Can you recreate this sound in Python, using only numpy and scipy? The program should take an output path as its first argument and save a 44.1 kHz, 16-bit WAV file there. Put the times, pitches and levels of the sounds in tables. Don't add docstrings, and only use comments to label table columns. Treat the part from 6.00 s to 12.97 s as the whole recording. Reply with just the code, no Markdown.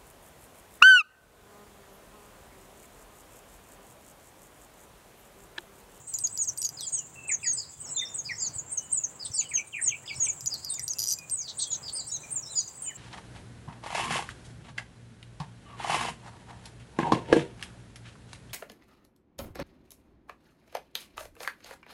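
import sys
import numpy as np
from scipy import signal
from scipy.fft import rfft, irfft, next_fast_len
from scipy.io import wavfile
from scipy.ndimage import map_coordinates

SR = 44100
rng = np.random.default_rng(int(sys.argv[2]) if len(sys.argv) > 2 else 0)


def materialize(psi):
    bounded = np.clip(np.atleast_2d(psi).T, -1, 1)
    quanta = np.round(bounded * 32767).astype(np.int16)
    wavfile.write(sys.argv[1], SR, quanta)


N = 307377


def amp(db):
    return 10 ** (np.asarray(db) / 20)


def unit(x):
    return x / np.sqrt(np.mean(x ** 2) + 1e-20)


def add(track, s, sound):
    start = max(round(s * SR), 0)
    part = track[start:start + len(sound)]
    part += sound[:len(part)]


def wobble(rate, size=N):
    knots = rng.standard_normal(size // 20)
    return map_coordinates(knots, [np.arange(size) * rate / SR], mode="wrap")


def filtered(x, gain):
    m = next_fast_len(N + 8192)
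    return irfft(rfft(x, m) * gain(np.fft.rfftfreq(m, 1 / SR)), m)[:N]


def noise(spectrum):
    f, db = np.transpose(spectrum)
    log_f = np.log(f)
    return unit(filtered(rng.standard_normal(N), lambda hz: amp(np.interp(np.log(hz + 1), log_f, db))))


def breeze():
    # (frequency [Hz], level per hertz [dB])
    air = [(25, -46), (80, -1), (280, -2.5), (1000, -4.5), (1350, -9), (3200, -18), (5000, -34.5),
           (8000, -72)]
    low_air = [(30, -19), (60, -7.5), (110, 1.5), (150, 2), (210, -18.5), (400, -37.5)]
    # (time [s], rumble level [dB], rush level [dB])
    strength = [(0, -60, -59.2), (1.8, -60.5, -56.8), (2.58, -56.5, -53.8), (2.75, -59.5, -56.3),
                (3.8, -62.5, -57.2), (4.3, -56.5, -56), (5.3, -61, -58.5), (6.1, -56, -55),
                (6.9, -63, -57.5)]
    s, rumble_db, rush_db = np.transpose(strength)
    t = np.arange(N) / SR
    rumble = amp(np.interp(t, s, rumble_db) + 3.1 * wobble(20)) * noise(low_air)
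    rush = amp(np.interp(t, s, rush_db) + 1.8 * wobble(13)) * noise(air)
    return rumble + rush


def insects():
    # (frequency [Hz], level per hertz [dB])
    shrill = [(3000, -18.5), (5500, -20.5), (6300, -8), (6900, 0), (7700, 1.5), (8500, -10), (9400, -9.5),
              (10200, -26), (13500, -26), (15500, -14.5)]
    return amp(-54 + wobble(2.27) + 2.5 * wobble(60)) * noise(shrill)


def thumps(body_hz=105, t60=0.049):
    # (time [s], strength [dB])
    bumps = [(2.559, -26.5), (3.301, -26.5), (4.184, -27)]
    track, t = np.zeros(N), np.arange(SR // 5) / SR
    onset = 1 - np.exp(-t / 0.007)
    for s, db in bumps:
        add(track, s, amp(db - 60 * t / t60) * onset * np.sin(2 * np.pi * body_hz * t))
    return track


def barrel(attack_s=0.00054, scatter_db=3, detune=0.015):
    # (frequency [Hz], level [dB], 60 dB decay time [s])
    modes = [(3110, -14, 0.0043), (4010, -25.5, 0.019), (4910, 0, 0.013), (5860, 2.5, 0.013),
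             (6440, -31, 0.0098), (6850, -2, 0.013), (8480, -12, 0.016), (9740, -18.5, 0.013),
             (10940, 2.5, 0.003), (11820, -9, 0.0094), (12630, -5.5, 0.0076)]
    t = np.arange(SR // 20) / SR
    ring = np.zeros(len(t))
    for k, (hz, db, t60) in enumerate(modes):
        envelope = amp(db + scatter_db * rng.normal() - 60 * t / t60)
        mode_hz = hz * (1 + detune * rng.normal())
        ring += (-1) ** k * envelope * np.sin(2 * np.pi * mode_hz * t)
    ring = ring * (1 - np.exp(-(t / attack_s) ** 2))
    return ring / np.linalg.norm(ring)


def ticks(knock_db=8, chatter_db=-20, chatter_t60=0.046, housing_db=-40, housing_t60=0.25):
    # (time [s], strength [dB])
    steps = [(.1394, -19.5), (.187, -18.5), (.2716, -17), (.375, -17.5), (.441, -26.5), (.448, -30),
             (.4872, -20.5), (.5752, -19), (.6175, -15), (.6268, -16.5), (.648, -16), (.654, -18.5),
             (.6657, -21.5), (.6901, -17), (.8081, -18.5), (4.4077, -22.5), (4.4595, -17), (4.5406, -19.5),
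             (4.6468, -20), (4.741, -24.5), (4.7947, -15), (4.8795, -13), (4.887, -22), (4.9342, -18.5),
             (5.187, -22), (5.2976, -21)]
    beats = (0, 2, 5, 7, 11, 14, 17, 18, 21, 24, 27, 29, 32, 34, 37, 38, 40, 42, 45, 47, 50)
    clock_hz, run_start_s, run_db = 332.5, 4.9853, -15
    track, t = np.zeros(N), np.arange(SR // 10) / SR
    run = [(run_start_s + beat / clock_hz, run_db + 2 * rng.normal()) for beat in beats]
    decay = amp(chatter_db - 60 * t / chatter_t60) + amp(housing_db - 60 * t / housing_t60)
    for s, db in list(steps) + run:
        blow = amp(knock_db) * (t == 0) + decay * rng.standard_normal(len(t))
        add(track, s, amp(db) * signal.fftconvolve(blow, barrel()))
    return track


def foliage(x, near_db, far_db, near_t60, far_t60=0.42, build_up=0.0045):
    t, hop = np.arange(SR // 2) / SR, SR // 5
    window = signal.get_window("hann", 2 * hop)
    padded = np.pad(x, (hop, 2 * hop))
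    out = np.zeros(len(padded))
    for start in range(0, N + hop, hop):
        near, far = rng.standard_normal((2, len(t))) * (1 - np.exp(-t / build_up))
        near_echo = amp(near_db) * unit(near * amp(-60 * t / near_t60))
        far_echo = amp(far_db) * unit(far * amp(-60 * t / far_t60))
        echo = (near_echo + far_echo) / np.sqrt(len(t))
        add(out, start / SR, signal.fftconvolve(padded[start:start + 2 * hop] * window, echo))
    return x + out[hop:hop + N]


def sing(syllables, waver, flutter_db, trill_hz, trill_depth, swell, skew):
    edge_s = 0.0014
    track, t = np.zeros(N), np.arange(SR // 6) / SR
    for s, length, contour, db in syllables:
        u = np.clip(t / max(length, .005), 0, 1)
        points = np.linspace(0, 1, len(contour))
        glide = np.polyval(np.polyfit(points, contour, len(contour) - 1), u)
        trill = np.sin(2 * np.pi * trill_hz * t + wobble(67.8, size=len(t)))
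        pitch = glide * (1 + waver * wobble(3 * trill_hz, size=len(t)) + trill_depth * trill)
        flutter = flutter_db * np.tanh(wobble(128.6, size=len(t)))
        pressure = np.abs(np.sin(np.pi * u ** skew)) ** swell * amp(db + flutter)
        edges = np.clip(np.minimum(t, length - t) / edge_s, 0, 1)
        add(track, s, edges * pressure * np.sin(2 * np.pi * np.cumsum(pitch) / SR))
    return track


def notes(rows, contour):
    return [(s, length, contour, db) for s, length, db in rows]


def far_chirps(count, centre_hz, spread, level_db):
    rows = []
    for s, (size, tune, loud) in zip(rng.uniform(0, N / SR, count), rng.standard_normal((count, 3))):
        hz = centre_hz * np.exp(spread * tune)
        rows.append((s, 0.036 * np.exp(0.53 * size), (hz, hz, 0.9 * hz), level_db + 2 * loud))
    return rows


def chatter():
    high = far_chirps(count=170, centre_hz=7550, spread=.055, level_db=-53)
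    low = far_chirps(count=60, centre_hz=3000, spread=.25, level_db=-69)
    sung = sing(high + low, waver=0.009, flutter_db=8, trill_hz=121, trill_depth=0.0045, swell=0.6, skew=.8)
    return foliage(sung, near_db=1.5, far_db=-9.5, near_t60=0.11)


def pipes():
    # (time [s], length [s], mid pitch [Hz], relative level [dB])
    held = [(1.154, .12, 2660, -46), (1.94, .035, 4080, -52), (1.965, .075, 3610, -33),
            (2.76, .14, 2970, -61), (4.696, .055, 3690, -50), (4.945, .055, 2680, -57),
            (5.176, .1, 2460, -53), (5.655, .04, 3330, -51), (6.234, .025, 2400, -44),
            (6.856, .082, 2980, -50)]
    # (time [s], length [s], relative level [dB])
    warbles = [(6.112, 0.068, -48), (6.46, .088, -48.5)]
    warble_hz = (3700, 3890, 4050, 3930, 3400)
    sag = 0.009
    rows = [(s, length, (hz * (1 + sag), hz * (1 - sag)), db) for s, length, hz, db in held]
    sung = sing(rows + notes(warbles, warble_hz),
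                waver=0.005, flutter_db=6, trill_hz=92.3, trill_depth=0.011, swell=0.45, skew=1)
    return amp(2.5) * foliage(sung, near_db=-7.0, far_db=-10.0, near_t60=0.25)


def slides():
    # (time [s], length [s], start scale [Hz], end scale [Hz], level [dB])
    falls = [(0.769, 0.085, 5150, 3174, -43), (0.942, 0.092, 3650, 2740, -58),
             (3.389, 0.09, 4300, 2840, -48)]
    shape = (0.98, .66, .29, .1, 0.022)
    # (time [s], length [s], level [dB])
    dips = [(1.858, 0.053, -49), (2.048, 0.044, -41), (2.304, 0.056, -38), (3.316, 0.058, -39.5),
            (3.836, 0.031, -43), (4.14, 0.06, -47.5), (6.079, 0.033, -42.5), (6.422, 0.073, -42.5)]
    dip_hz = (6200, 5300, 6050)
    rows = [(s, length, end + (start - end) * np.array(shape), db) for s, length, start, end, db in falls]
    sung = sing(rows + notes(dips, dip_hz),
                waver=0.015, flutter_db=6, trill_hz=109, trill_depth=0.005, swell=0.23, skew=0.85)
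    return foliage(sung, near_db=-3.5, far_db=-17.5, near_t60=0.12)


def whistles():
    # (time [s], length [s], level [dB])
    drops = [(1.289, 0.035, -34), (1.429, 0.043, -37.5), (2.003, 0.033, -44.5), (2.288, 0.04, -35.5),
             (3.51, 0.03, -40), (3.763, 0.034, -38.5), (4.773, 0.035, -50.5), (6.877, 0.047, -47)]
    # (time [s], length [s], top scale [Hz], level [dB])
    hooks = [(3.404, 0.03, 3140, -45), (3.559, 0.051, 3280, -37), (3.724, 0.055, 3400, -37),
             (3.898, 0.054, 3600, -35.5), (4.076, .056, 3700, -34.5), (4.254, 0.034, 3700, -36.5)]
    # (time [s], length [s], level [dB])
    flicks = [(3.887, 0.0088, -43), (4.062, 0.0053, -44), (4.234, .01, -45.5)]
    drop_hz = (2614, 2086, 1705)
    flick_hz = (2350, 2920, 3400)
    peep_hz = (1820, 2030, 2220)
    hook = (0.98, .52, .13, 0.053, 0.49)
    low_hz = 2226
    peep_s, peep_db = 0.024, -8.5
    curls = [(s, length, low_hz + (top - low_hz) * np.array(hook), db) for s, length, top, db in hooks]
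    peeps = [(s - peep_s, peep_s, db + peep_db) for s, _, db in flicks]
    rows = notes(drops, drop_hz) + curls + notes(flicks, flick_hz) + notes(peeps, peep_hz)
    sung = sing(rows, waver=0.012, flutter_db=6, trill_hz=110, trill_depth=0.013, swell=0.45, skew=0.88)
    return foliage(sung, near_db=1.5, far_db=-13, near_t60=0.09)


def rasps(jitter=0.16, pulse_s=0.0005, bow=0.12, uneven_db=4):
    # (time [s], length [s], mean rate [pulses/s], mean lower resonance [Hz], rms level [dB])
    trains = [(3.251, 0.02, 660, 3700, -45.5), (5.473, 0.043, 750, 4000, -41.5),
              (5.587, 0.055, 520, 4140, -37.5), (5.709, 0.02, 2000, 3840, -45.5),
              (5.734, 0.017, 2100, 3720, -45.5), (5.877, 0.0195, 620, 3700, -46.5)]
    upper_ratio, upper_db = 1.46, -7.5
    track, t = np.zeros(N), np.arange(-SR // 500, SR // 500) / SR
    for s, length, rate, hz, db in trains:
        gaps, sizes = rng.standard_normal((2, 256))
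        times = np.cumsum(np.abs(1 + jitter * gaps)) / rate
        times = times[times < length, None]
        effort = np.sin(np.pi * times / length)
        phase = 2 * np.pi * hz * (1 + bow * (effort - 2 / np.pi)) * t
        rings = np.exp(-(t / pulse_s) ** 2) * (np.cos(phase) + amp(upper_db) * np.cos(upper_ratio * phase))
        rings = rings * effort ** .5 * amp(uneven_db * sizes[:len(times), None])
        places = (times * SR).astype(int) + np.arange(len(t))
        add(track, s, amp(db) * unit(np.bincount(places.ravel(), rings.ravel())))
    return foliage(track, near_db=-1, far_db=-16.5, near_t60=0.088)


def buzzes():
    # (time [s], length [s], relative level [dB])
    downslurs = [(.812, 0.072, -47), (1.431, 0.064, -42.5), (1.565, 0.081, -42), (2.244, 0.059, -41),
                 (2.39, 0.08, -40.5), (3.192, 0.055, -44), (3.345, 0.054, -41.5), (4.056, 0.093, -45.5),
                 (4.502, 0.057, -36), (4.626, .082, -42.5), (5.416, 0.062, -43), (5.828, 0.087, -41),
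                 (5.948, 0.0706, -40.5), (6.553, 0.066, -37.5)]
    buzz_hz = (4864, 4995, 4795, 4490, 3700)
    sung = sing(notes(downslurs, buzz_hz),
                waver=0.012, flutter_db=5.0, trill_hz=190, trill_depth=0.025, swell=0.7, skew=0.8)
    return amp(3.5) * foliage(sung, near_db=-2.5, far_db=-6.5, near_t60=0.068)


def call_syllables():
    # (time [s], arch length [s], slur length [s], crest scale [Hz], mid-slur pitch [Hz],
    #         end pitch [Hz], relative arch level [dB], slur level [dB])
    chirps = [(.075, 0.059, 0.035, 8380, 6960, 6400, -36.5, -27),
              (.185, 0.052, .027, 8710, 6590, 6300, -33, -21),
              (.322, 0.061, 0.056, 8200, 6750, 5850, -36.5, -22),
              (.418, 0.055, 0.031, 8330, 6400, 5600, -30.5, -25.5),
              (.58, 0.055, 0.037, 8500, 6590, 6200, -30, -23.5),
              (.81, 0.055, 0.033, 8420, 6900, 6000, -35.5, -31.5),
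              (.885, 0.036, 0.071, 8680, 6650, 5600, -46, -27.5),
              (.925, 0.063, 0.011, 8520, 6850, 6440, -29.5, -24.5),
              (1.281, 0.031, 0.045, 8440, 6890, 6050, -28.5, -21),
              (1.426, 0.035, 0.076, 8220, 6690, 5860, -35, -24),
              (1.53, .039, 0.036, 8420, 7040, 6500, -27.5, -31.5),
              (1.798, 0.04, 0.027, 8310, 6740, 6340, -37.5, -39),
              (1.898, 0.061, 0.046, 8000, 6920, 5800, -30, -26),
              (2.143, 0.031, 0.037, 8190, 6600, 6230, -26.5, -30),
              (2.405, 0.056, 0.027, 7510, 6400, 5700, -27, -26),
              (2.539, 0.042, 0.023, 8270, 6850, 6420, -35, -25.5),
              (2.708, 0.063, .023, 8560, 6400, 5880, -34, -26),
              (2.924, .046, 0.024, 8480, 6870, 7050, -23, -21.5),
              (3.015, .02, 0.023, 7390, 6410, 5800, -40, -25),
              (3.249, .022, .015, 8530, 7550, 7000, -31, -62),
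              (3.342, 0.036, .036, 8480, 6900, 6200, -27, -21),
              (3.49, .046, 0.056, 8450, 6390, 5810, -41.5, -21.5),
              (3.82, .04, 0.041, 8620, 6740, 6000, -24, -20.5),
              (4.158, 0.039, 0.069, 8310, 6620, 5610, -40, -21.5),
              (4.232, 0.049, 0.037, 8750, 6850, 6240, -29, -25.5),
              (4.44, 0.026, 0.016, 7740, 6770, 5950, -42, -19),
              (4.698, 0.042, 0.043, 8780, 6940, 6400, -28.5, -32),
              (4.818, 0.077, 0.029, 8650, 6410, 5800, -35.5, -27.5),
              (5.08, 0.034, 0.018, 8760, 6230, 5950, -26.5, -25),
              (5.31, 0.06, 0.056, 8600, 6660, 5580, -25.5, -28),
              (5.578, 0.039, 0.022, 8770, 7770, 7340, -27.5, -26.5),
              (5.672, 0.031, 0.063, 8650, 6760, 5880, -37.5, -25.5),
              (5.932, 0.061, 0.022, 8920, 7330, 6800, -31.5, -32.5),
              (6.07, 0.045, 0.059, 8550, 6620, 5720, -30.5, -28),
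              (6.313, 0.043, 0.041, 8900, 7070, 6600, -29.5, -25),
              (6.512, 0.041, 0.064, 8680, 6850, 5850, -38.5, -23.5),
              (6.82, .041, 0.04, 9000, 6960, 6980, -31.5, -30)]
    arch_shape = (0.93, 1, 0.95, 0.92)
    scoop_shape = (.82, 1)
    scoop_s, scoop_db = 0.015, -10
    undertone, undertone_db = .92, -16.5
    entry_share = 1.074
    shoulder_s = 0.0794
    arches, slurs = [], []
    for s, arch_s, slur_s, crest, middle, end, arch_db, slur_db in chirps:
        entry = entry_share * middle
        arch = np.append(crest * np.array(arch_shape), (entry + crest * undertone) / 2)
        steep = np.clip(1 - slur_s / shoulder_s, 0, .5)
        upper_fall = middle + steep * (entry - middle)
        lower_fall = middle + (steep + .5) / 2 * (end - middle)
        arches += [(s - scoop_s / 2, scoop_s, crest * np.array(scoop_shape), arch_db + scoop_db),
                   (s, arch_s, arch, arch_db),
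                   (s, arch_s, undertone * arch, arch_db + undertone_db)]
        slurs.append((s + arch_s, slur_s, (entry, upper_fall, middle, lower_fall, end), slur_db))
    return arches, slurs


def calls():
    # (time [s], length [s], level [dB])
    squeaks = [(1.313, 0.015, -30), (2.378, 0.031, -35.5), (5.61, 0.047, -35), (6.675, 0.014, -35.5)]
    squeak_hz = (7000, 6400, 5650)
    arches, slurs = call_syllables()
    arches = sing(arches, waver=0.0046, flutter_db=7.0, trill_hz=126.0, trill_depth=0.003, swell=0.99, skew=0.49)
    slurs = sing(slurs + notes(squeaks, squeak_hz),
                 waver=0.0086, flutter_db=3.5, trill_hz=117.0, trill_depth=0.0031, swell=0.67, skew=0.79)
    return (amp(-1.86) * foliage(arches, near_db=-3.0, far_db=-37.0, near_t60=0.1)
            + foliage(slurs, near_db=-7, far_db=-45.0, near_t60=0.092))


def scene():
    birds = chatter() + pipes() + slides() + whistles() + rasps() + buzzes() + calls()
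    return (breeze() + insects() + thumps() + ticks() + birds)[None]


def record(dry):
    return filtered(dry[0], lambda hz: hz < 15850)[None]


dry = scene()
out = record(dry)
materialize(out)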